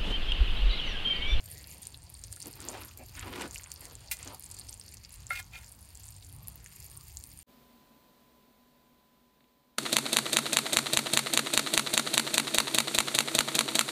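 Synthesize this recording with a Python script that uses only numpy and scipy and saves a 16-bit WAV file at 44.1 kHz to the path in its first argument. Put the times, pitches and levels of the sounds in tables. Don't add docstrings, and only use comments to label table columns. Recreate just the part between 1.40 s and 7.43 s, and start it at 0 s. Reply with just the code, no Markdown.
import sys
import numpy as np
from scipy import signal
from scipy.fft import rfft, irfft, next_fast_len
from scipy.io import wavfile
from scipy.ndimage import uniform_filter1d

SR = 44100
rng = np.random.default_rng(int(sys.argv[2]) if len(sys.argv) > 2 else 0)


def wav_out(sig):
    wavfile.write(sys.argv[1], SR, np.round(np.clip(np.atleast_2d(sig).T, -1, 1) * 32767).astype(np.int16))


N = 265923
TIME_S = np.arange(N) / SR

# time in seconds, level in dB.
BOIL_LEVEL = [(0, -57), (.15, -53), (.44, -55), (.66, -59.5), (.85, -55), (1.15, -53.5), (1.3, -48.5),
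              (1.52, -58), (1.8, -55.5), (2.2, -51.5), (2.6, -55.5), (2.9, -49.5), (3.03, -53), (3.33, -53),
              (3.5, -56.5), (3.9, -54), (4.1, -62.5), (4.4, -59), (4.62, -56), (4.95, -60), (5.2, -56),
              (5.55, -53.5), (5.8, -55.5), (6.03, -56)]
# frequency in Hz, relative level in dB.
FRY_SPECTRUM = [(900, -28), (2000, -2), (3600, -1.5), (4600, 5.5), (5700, -7.5), (7200, -0.5),
                (8050, -11.5), (8900, 2.5), (9700, -3.5), (10350, -20), (11400, -1), (13000, -9),
                (14500, -10.5), (15700, -10)]
# time in seconds, gain in dB.
TOP_HISS_GAIN = [(0, 2), (.35, 2.5), (.55, -8), (1.0, -2), (1.7, 3.5), (2.55, -7), (3.0, -1.5), (3.7, -9),
                 (4.3, 4), (5.25, -4), (5.5, 7), (6.03, 2.5)]
# time in seconds, relative level in dB, pitch in Hz, t60 in seconds.
BIG_BUBBLES = [(.1105, -34, 9900, .0015), (.1225, -31.5, 9300, .003), (0.2422, -33, 4400, 0.0037),
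               (.2725, -29, 11000, .001), (.4219, -30, 8900, 0.0017), (0.454, -31, 7300, 0.0022),
               (.5746, -35, 8990, .003), (.4703, -21, 8960, 0.0027), (.7006, -30.5, 11700, 0.0012),
               (.7411, -33, 8860, 0.0085), (0.8387, -22.5, 6800, 0.00097), (0.9268, -20, 8640, .00092),
               (.963, -25, 8700, 0.00055), (1.003, -25, 9200, .002), (1.0229, -25, 8800, 0.0023),
               (1.0273, -27.5, 6140, 0.003), (1.0585, -25, 7800, 0.00088), (1.0705, -22.5, 11100, .0005),
               (1.081, -27, 12000, .0006), (1.204, -24, 7900, .0008), (1.2172, -29, 8700, 0.0016),
               (1.2514, -29, 11800, .0015), (1.2867, -17.5, 7000, .0021), (1.2978, -32, 8500, .001),
               (1.415, -31, 10600, 0.00083), (1.4489, -27, 12000, .001), (1.5743, -26, 12700, 0.00081),
               (1.7944, -22.5, 7250, 0.0015), (2.012, -27, 7400, .001), (2.0196, -23, 8500, 0.0011),
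               (2.11, -27.5, 6800, 0.0032), (2.1455, -23.5, 7950, .0012), (2.151, -25, 8900, 0.00091),
               (2.158, -29, 6800, 0.0012), (2.1807, -24.5, 7400, 0.00078), (2.185, -32, 8400, 0.0011),
               (2.2351, -30, 7750, 0.0013), (2.241, -29.5, 6950, 0.0044), (2.3176, -17, 7240, 0.00042),
               (2.3398, -28, 12600, 0.00093), (2.3607, -32, 5240, .0015), (2.408, -28.5, 12000, 0.0014),
               (2.4543, -22.5, 8100, 0.00044), (2.5533, -27.5, 7600, 0.0018),
               (2.7697, -28.5, 7600, 0.00082), (2.8291, -25, 7600, 0.0022), (2.876, -26.5, 6500, 0.0036),
               (2.9465, -27, 10500, .0013), (2.9964, -26, 11800, .0013), (3.0420, -28, 9200, .003),
               (3.1135, -24.5, 9500, .0013), (3.145, -30, 8900, .001), (3.1966, -27.5, 8960, 0.0077),
               (3.2872, -31, 6000, .001), (3.2904, -31, 5230, 0.0019), (3.2941, -24, 8750, 0.0028),
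               (3.3282, -27, 6400, .0018), (3.3413, -28, 9000, 0.0029), (3.3977, -29, 8800, 0.0056),
               (3.4128, -31.5, 5000, 0.0027), (3.5397, -31, 10200, 0.00052), (3.543, -26, 9200, 0.00039),
               (3.6493, -31, 4850, 0.0031), (3.4905, -33, 9180, 0.0013), (3.5706, -32, 6340, 0.0017),
               (3.6942, -36, 10900, .0012), (3.868, -27.5, 7300, 0.0027), (4.028, -34.5, 7140, .002),
               (4.3179, -31.5, 11600, .0007), (4.3224, -30.5, 8900, 0.0021), (4.5538, -30.5, 7500, 0.0017),
               (4.5735, -29.5, 8250, 0.00091), (4.688, -29.5, 8100, 0.0022), (4.8475, -35, 7400, .002),
               (4.8889, -37, 11300, .0012), (4.9268, -32, 11200, .0012), (4.9635, -33, 11200, 0.00087),
               (5.0732, -26, 10500, .0012), (5.083, -20.5, 11500, 0.0019), (5.1575, -26, 14600, .00069),
               (5.2435, -33, 9920, .0015), (5.2612, -33, 6700, 0.0039), (5.3927, -39.5, 10200, .002),
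               (5.4267, -33, 7330, 0.001), (5.5, -32.5, 9670, 0.0011), (5.4442, -29.5, 11300, 0.0012),
               (5.574, -27, 9100, .0025), (5.6832, -32, 12000, .001), (5.7711, -22, 7300, 0.0022),
               (5.839, -23.5, 9000, 0.00055), (5.8726, -31, 12100, 0.00044)]
# start and length in seconds, relative level in dB, centre pitch in Hz.
BUBBLE_RUNS = [(3.012, .07, -32, 9800), (3.112, .045, -33, 9100), (3.72, .05, -35.5, 9960),
               (4.261, .045, -37.5, 8850), (4.409, .05, -38.5, 9400), (4.633, .052, -35, 9100),
               (4.83, .08, -43, 9300)]
# time in seconds, relative level in dB, centre in Hz, t60 in seconds.
EMBER_SNAPS = [(0.544, -36.5, 3730, 0.011), (0.926, -45, 1650, 0.011), (.968, -47, 1620, 0.035),
               (1.343, -34, 2600, .006), (1.35, -32, 800, .02), (1.489, -45.5, 2900, 0.011),
               (1.512, -44, 3100, .008), (1.81, -38, 2250, .01), (1.827, -27.5, 2700, 0.011),
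               (1.829, -34, 1200, .014), (1.8335, -33, 2000, .008), (1.937, -26, 3200, 0.0064),
               (1.9367, -26, 1600, 0.0084), (2.021, -31, 2770, 0.021), (2.0225, -27, 510, 0.02),
               (2.159, -32, 2580, .008), (2.197, -37, 2330, 0.0067), (2.261, -35.5, 2500, 0.006),
               (2.2625, -43, 1000, .008), (2.793, -38, 2600, .012), (3.539, -43, 2580, 0.0074),
               (4.826, -40, 4120, 0.014), (4.896, -40, 3600, 0.0079), (5.082, -34.5, 2170, 0.005),
               (5.261, -36.5, 2090, 0.0063)]
# frequency in Hz, scraped and knocked weights in dB, undamped t60 in seconds.
PAN_MODES = [(592, -22, -3, 0.067), (735, -18, -7.5, 0.091), (860, -9, -17, 0.091), (1362, -8, 1, 0.12),
             (1426, -9, -10, 0.22), (1596, -7, -9, 0.11), (1930, -12, -20, .1), (2080, -3, -5, .08),
             (2141, 2, -4, 0.23), (2300, -14, -31, 0.07), (2429, -1.5, -27, 0.19), (2626, -4, -21, 0.2),
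             (2666, -12, -27, .15), (3170, -11, -32, 0.15), (3600, -4, -22, .095), (3798, -6, -24, .12),
             (4310, -7.5, -20, 0.12), (4500, -3, -24, .04), (6045, -12, -33, 0.05), (6767, -10, -30, 0.05),
             (7350, -11, -34, .05)]
# peak time, rise and fall in seconds, ring and hiss weights in dB.
BLADE_STROKES = [(3.934, 0.02, .0063, -46, -47), (3.963, 0.013, 0.016, -38, -44.5),
                 (3.995, 0.0087, 0.01, -46, -43), (4.146, 0.015, 0.016, -45, -56),
                 (4.179, 0.0059, 0.0098, -48.5, -52.5), (4.22, 0.022, 0.021, -59, -61)]
# frequency in Hz, weight in dB, t60 in seconds.
BLADE_MODES = [(886, 0, 0.077), (1424, -2.5, 0.095), (1587, -1, 0.067), (2013, 3, 0.13), (2140, 4.5, .11),
               (2380, 4, 0.067), (2448, 0, 0.12), (2730, 9, 0.045), (3876, -4, .12), (4140, 2, 0.06),
               (4530, -4, .095), (5330, 0, .06), (6140, 0.5, 0.13), (7068, 2, 0.12), (7671, 6, 0.067),
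               (8200, 8, 0.095), (8870, 7, 0.1), (9570, 2, .11), (11200, 7, .07), (12020, 6, .08),
               (12220, 5, .09), (12700, 9, 0.075), (13470, 1, .08), (15400, 2, .06)]
# time in seconds, relative level in dB.
BLADE_CONTACTS = [(2.713, 1), (2.716, -6), (2.719, -11), (2.7245, -6)]
# peak time, rise and fall in seconds, rub weight in dB, rub centre in Hz,
# grit weight in dB, grit centre in Hz, grit width in octaves.
SHOE_SCUFFS = [(.3, .22, 0.18, -64.5, 477, -71, 2600, .8),
               (1.07, 0.022, 0.018, -47.5, 333, -54.5, 1770, 0.84),
               (1.23, 0.046, 0.045, -53.5, 320, -50.5, 1600, 2),
               (1.3, 0.026, 0.03, -46.5, 433, -51.5, 1200, 1.6),
               (1.349, 0.02, 0.023, -42.5, 570, -47.5, 1200, 2.7),
               (1.405, 0.04, 0.045, -52.5, 370, -50.5, 1200, 1.2),
               (1.8, 0.035, 0.055, -60, 300, -47, 1730, 0.87),
               (1.885, 0.03, 0.052, -45.5, 370, -48.5, 1330, 0.98),
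               (1.955, 0.035, 0.053, -47, 370, -45.5, 1610, 0.97),
               (2.019, 0.024, 0.023, -39, 375, -40, 1620, 1.5),
               (2.056, 0.026, 0.028, -49, 380, -50.5, 970, 1.8),
               (2.14, .02, 0.051, -62, 420, -74, 1100, 1.2), (2.48, 0.064, 0.073, -58, 476, -62, 1500, 1.1),
               (2.82, 0.03, 0.02, -57.5, 500, -50.5, 2160, 1.2),
               (2.872, 0.016, 0.026, -50.5, 456, -50, 1640, 1.1),
               (2.925, 0.031, 0.023, -52, 563, -51, 1100, 0.71),
               (3.2, 0.091, 0.11, -65, 405, -74, 1200, 1.1)]
# frequency in Hz, relative level in dB.
EARTH_SPECTRUM = [(90, 1), (270, 4), (370, 3), (520, -2.5), (850, 1), (1300, 0.5), (1700, -5.5), (2600, -2),
                  (4000, -2.5), (6000, -6.5), (15000, -1)]
# peak time, rise and fall in seconds, level in dB, centre in Hz.
GRIT_CRUNCHES = [(1.35, 0.01, 0.024, -50, 1300), (1.88, 0.043, 0.043, -50.5, 1410),
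                 (2.023, .012, .012, -46, 2000), (2.16, 0.073, 0.14, -61, 1120),
                 (2.88, 0.019, 0.03, -58, 2620)]
# peak time, rise and fall in seconds, level in dB, centre in Hz.
SOLE_SCRAPES = [(.09, 0.021, .03, -66, 3230), (.18, .055, 0.065, -61, 1950), (.29, 0.043, .05, -64.5, 2550),
                (2.43, 0.017, .035, -59, 1920)]
# frequency in Hz, weight in dB, t60 in seconds.
SOLE_MODES = [(285, -10, 0.034), (373, -2.5, 0.028), (524, -8, 0.036), (660, 1, 0.019), (740, -7, 0.024),
              (1630, -17, .03), (2320, -5, 0.023), (2720, -11, .023)]
# frequency in Hz, relative level in dB.
NIGHT_SPECTRUM = [(20, -28.5), (32, -23), (44, -2), (68, -2), (100, 1), (125, -6.5), (155, -9.5),
                  (210, -19), (380, -24), (540, -27.5), (950, -24.5), (1400, -31.5), (3000, -33.5),
                  (15000, -41)]


def sizzle(count=2400, centre_hz=9600, spread_octaves=0.57, spread_db=6.5, min_t60_s=0.0013):
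    crackle = np.zeros(N)
    pitches_hz = np.minimum(centre_hz * 2 ** (spread_octaves * rng.standard_normal(count)), SR / 2)
    for hz, (when, length, size) in zip(pitches_hz, rng.random((count, 3))):
        db = min(-spread_db * np.log(1 - size), 17.5)
        sharpness = min(hz / centre_hz, 1)
        t60_s = min_t60_s * (1 + 2 * length ** 2)
        add(crackle, when * N / SR, sharpness * undb(db) * bubble(hz, t60_s))
    fizz = colour(grains(7000, 6.0), FRY_SPECTRUM)
    fat = undb(-2) * colour(crackle, FRY_SPECTRUM) + undb(-6) * fizz
    fat = wander(flare_top(thin_middle(fat)), depth_db=1.5, rate_hz=14)
    flurry_db = 2 * walk(45)
    return fat * undb(level_db(BOIL_LEVEL) + flurry_db)


def thin_middle(x, start_s=2.96, over_s=0.6, band_hz=(2800, 4600), gain_db=-3):
    middle = signal.sosfiltfilt(signal.butter(2, band_hz, "band", fs=SR, output="sos"), x)
    progress = np.clip((TIME_S - start_s) / over_s, 0, 1)
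    return x + middle * (undb(gain_db * progress) - 1)


def flare_top(x, above_hz=10800):
    top = signal.sosfiltfilt(signal.butter(4, above_hz, "high", fs=SR, output="sos"), x)
    return x + top * (undb(level_db(TOP_HISS_GAIN)) - 1)


def pops(gain_db=-0.5, lead_in_db=-25, lead_in_s=0.011, spray_db=-23, spray_t60_s=0.012):
    out = np.zeros(N)
    lead_in = undb(lead_in_db) * fade(lead_in_s)[::-1]
    lead = len(lead_in)
    fizz_envelope = np.concatenate([lead_in, undb(spray_db) * fade(spray_t60_s), np.zeros(SR // 50)])
    fizz = colour(grains(3600, 2.9), FRY_SPECTRUM)
    for at_s, db, hz, t60_s in BIG_BUBBLES + spits():
        offset = rng.integers(N // 2)
        sound = fizz_envelope * fizz[offset:offset + len(fizz_envelope)]
        burst = bubble(hz, t60_s)[:len(sound) - lead]
        sound[lead:lead + len(burst)] += burst
        add(out, at_s - lead / SR, undb(db + gain_db) * band(sound, *edges_hz(hz, octaves=2.66)))
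    return out


def spits(bubbles_per_s=85, spread_db=1, spread_octaves=0.21, median_t60_s=0.0018):
    rows = []
    for start_s, length_s, db, hz in BUBBLE_RUNS:
        for at_s in np.arange(start_s, start_s + length_s, 1 / bubbles_per_s):
            late, size, pitch, ringing = np.clip(rng.standard_normal(4), -1.5, 1.5)
            rows.append((at_s + late / 2 / bubbles_per_s, db + spread_db * size,
                         hz * 2 ** (spread_octaves * pitch), median_t60_s * np.exp(ringing / 2)))
    return rows


def bubble(hz, t60_s, opening_s=0.0001):
    decay = fade(max(t60_s, .0005))
    t = TIME_S[:len(decay)]
    envelope = decay * (1 - np.exp(-(t / opening_s) ** 2))
    return envelope / envelope.max() * np.sin(2 * np.pi * hz * t)


def snaps(gain_db=-3):
    out = np.zeros(N)
    for at_s, db, hz, t60_s in EMBER_SNAPS:
        noise = unit(band(rng.standard_normal(SR // 10), hz / 1.26, hz * 1.2))
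        decay = fade(t60_s)
        crack = np.pad(noise[:len(decay)] * decay, (0, SR // 100))
        add(out, at_s, undb(db + gain_db) * band(crack, hz / 2, hz * 2))
    return out


def spatula_lifted(ring_db=-44, rattle_db=-33, rattle_t60_s=0.085, low_cut_hz=720):
    tone, rattle_power = np.zeros(N), np.zeros(N)
    add(tone, BLADE_CONTACTS[0][0], undb(ring_db) * ring(BLADE_MODES))
    for at_s, db in BLADE_CONTACTS:
        add(rattle_power, at_s, (undb(db + rattle_db) * fade(rattle_t60_s)) ** 2)
    chatter = np.sqrt(rattle_power) * unit(band(grains(14000, 2.0), 1800, 17000))
    return signal.sosfilt(signal.butter(4, low_cut_hz, "high", fs=SR, output="sos"), tone + chatter)


def spatula_in_pan(tick_s=3.9032, knock_s=3.906, detune=0.0023, judder_db=2.5):
    hz, scraped_db, knocked_db, t60_s = np.transpose(PAN_MODES)
    tick, knock = np.zeros(N), np.zeros(N)
    add(tick, tick_s, undb(-27) * bubble(hz=9300, t60_s=0.0025))
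    add(knock, knock_s, undb(-26) * ring(zip(hz, knocked_db, t60_s), damping=1.1))
    judder = unit(undb(judder_db * walk(220)))
    slips = grains(2500, 2.1) * judder
    ringing = np.zeros(N)
    for stroke in BLADE_STROKES:
        loaded_hz = hz * (1 + detune * rng.standard_normal(len(hz)))
        pan = ring(zip(loaded_hz, scraped_db, t60_s), damping=2.5)
        ringing += drive(slips * swells([stroke])[0], pan)
    pressure, hiss_level = swells(BLADE_STROKES)
    rasp = pressure * judder * unit(band(grains(2300, 4.0), 1600, 4000))
    hiss = hiss_level * unit(band(slips, 760, 13500))
    return tick + band(knock, 1290, 6400) + undb(-1) * ringing + undb(-6.5) * rasp + hiss


def scuffs(rub_gain_db=-1, grit_gain_db=-2, rub_octaves=0.96, crunch_db=2, judder_db=1.9):
    rub = band(colour(grains(5000, 2.1), EARTH_SPECTRUM), 103, 1190)
    grit = band(colour(grains(4500, 2.7), EARTH_SPECTRUM), 620, 11000) * undb(crunch_db * walk(160))
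    out = np.zeros(N)
    for at_s, rise_s, fall_s, rub_db, rub_hz, grit_db, grit_hz, grit_octaves in SHOE_SCUFFS:
        stroke = (at_s, rise_s, fall_s, rub_db + rub_gain_db, grit_db + grit_gain_db)
        rub_level, grit_level = swells([stroke], roundness=1.75)
        out += rub_level * resonance(rub, rub_hz, rub_octaves)
        out += grit_level * resonance(grit, grit_hz, grit_octaves)
        rub, grit = np.roll(rub, SR // 3), np.roll(grit, SR // 3)
    return wander(out, depth_db=2, rate_hz=29.92) * undb(judder_db * walk(90))


def crunches():
    return grit_strokes(GRIT_CRUNCHES, grains_per_s=520, spread_db=3.0, octaves=1.77)


def scrapes():
    return grit_strokes(SOLE_SCRAPES, grains_per_s=4000, spread_db=2.5, octaves=0.33)


def grit_strokes(rows, grains_per_s, spread_db, octaves):
    out = np.zeros(N)
    for *stroke, hz in rows:
        grit = unit(band(grains(grains_per_s, spread_db), *edges_hz(hz, octaves)))
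        out += swells([stroke])[0] * grit
    return out


def tock(at_s=1.612, gain_db=-50, contact_s=0.024):
    push = np.exp(-np.minimum(((TIME_S - at_s) / contact_s) ** 2, 20)) * grains(5900, 0.94)
    return undb(gain_db) * drive(push, ring(SOLE_MODES))


def night(air_db=-54, hum_db=-62, hum_hz=69, drift_hz=2.55, waver_db=3):
    air = wander(colour(rng.standard_normal(N), NIGHT_SPECTRUM), depth_db=3, rate_hz=11)
    phase = 2 * np.pi * np.cumsum(hum_hz + drift_hz * walk(6.5)) / SR
    hum = unit(np.sin(phase) * undb(waver_db * walk(10)))
    return undb(air_db) * air + undb(hum_db) * hum


def yard(x, echo_db, tail_db, tail_t60_s=.05, echo_lags_s=(.0004, .0041, .0082)):
    decay = fade(tail_t60_s)
    response = np.concatenate([np.zeros(SR // 1000), rng.standard_normal(len(decay)) * decay])
    response *= undb(tail_db) / np.sqrt(np.sum(response ** 2))
    response[0] = 1
    for lag_s in echo_lags_s:
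        response[int(lag_s * SR)] += undb(echo_db)
    return signal.fftconvolve(x, response)[:N]


def ring(modes, damping=1):
    out = np.zeros(SR // 2)
    for hz, db, t60_s in modes:
        decay = fade(t60_s / damping)[:len(out)]
        tone = np.sin(2 * np.pi * hz * TIME_S[:len(decay)])
        out[:len(decay)] += undb(db) * decay * tone * rng.choice([-1, 1])
    return out


def drive(force, body):
    return signal.fftconvolve(force, body / np.sqrt(np.sum(body ** 2)))[:N]


def grains(per_s, spread_db):
    hits = (rng.random(N) < per_s / SR) * rng.choice([-1, 1], N)
    return unit(hits * undb(spread_db * np.minimum(rng.exponential(size=N), 4)))


def swells(strokes, roundness=2):
    power = 0
    for at_s, rise_s, fall_s, *levels_db in strokes:
        distance = abs((TIME_S - at_s) / np.where(TIME_S < at_s, rise_s, fall_s))
        power = power + undb(levels_db)[:, None] ** 2 * np.exp(-np.minimum(distance ** roundness, 20))
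    return np.sqrt(power)


def walk(rate_hz):
    hold = int(SR / rate_hz)
    steps = np.repeat(rng.standard_normal(N // hold + 1), hold)[:N]
    return unit(uniform_filter1d(uniform_filter1d(steps, hold), hold))


def wander(x, depth_db, rate_hz):
    size = next_fast_len(N)
    spectrum = rfft(x, size)
    hz = np.arange(len(spectrum)) * SR / size
    half_octaves = 2 * np.log2(np.maximum(hz / 100, 1))
    bands = (irfft(spectrum * np.maximum(1 - abs(half_octaves - k), 0), size)[:N] for k in range(17))
    return sum(part * undb(depth_db * walk(rate_hz)) for part in bands)


def colour(x, points):
    hz, db = np.transpose(points)
    size = 2 * next_fast_len(N // 2 + SR // 4)
    bins_hz = np.maximum(np.arange(size // 2 + 1) * SR / size, 1)
    gain = undb(np.interp(np.log(bins_hz), np.log(hz), db))
    cepstrum = irfft(np.log(gain))
    cepstrum[1:size // 2] *= 2
    cepstrum[size // 2 + 1:] = 0
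    return unit(irfft(rfft(x, size) * np.exp(rfft(cepstrum)))[:N])


def resonance(x, hz, octaves):
    return unit(band(x, *edges_hz(hz, octaves), order=1))


def band(x, lo_hz, hi_hz, order=2):
    sos = signal.butter(order, [lo_hz, min(hi_hz, SR / 2 - 1)], "band", fs=SR, output="sos")
    return signal.sosfilt(sos, x)


def edges_hz(centre_hz, octaves):
    ratio = 2 ** (octaves / 2)
    return centre_hz / ratio, centre_hz * ratio


def fade(t60_s):
    return np.exp(-np.log(1000) * TIME_S[:int(t60_s * SR) + 2] / t60_s)


def level_db(points):
    return np.interp(TIME_S, *np.transpose(points))


def add(out, at_s, sound):
    start = max(int(at_s * SR), 0)
    part = sound[:max(N - start, 0)]
    out[start:start + len(part)] += part


def undb(db):
    return 10 ** (np.asarray(db) / 20)


def unit(x):
    return x / np.sqrt(np.mean(x ** 2))


def scene():
    fire = sizzle() + pops() + snaps()
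    shoes = scuffs() + crunches() + scrapes() + tock()
    spatula = spatula_lifted() + spatula_in_pan()
    cooking = yard(fire + spatula, echo_db=-18, tail_db=-12)
    return (cooking + night() + yard(shoes, echo_db=-24, tail_db=-17))[None]


def record(dry):
    return signal.sosfilt(signal.ellip(10, .2, 70, 15900, fs=SR, output="sos"), dry)


dry = scene()
out = record(dry)
wav_out(out)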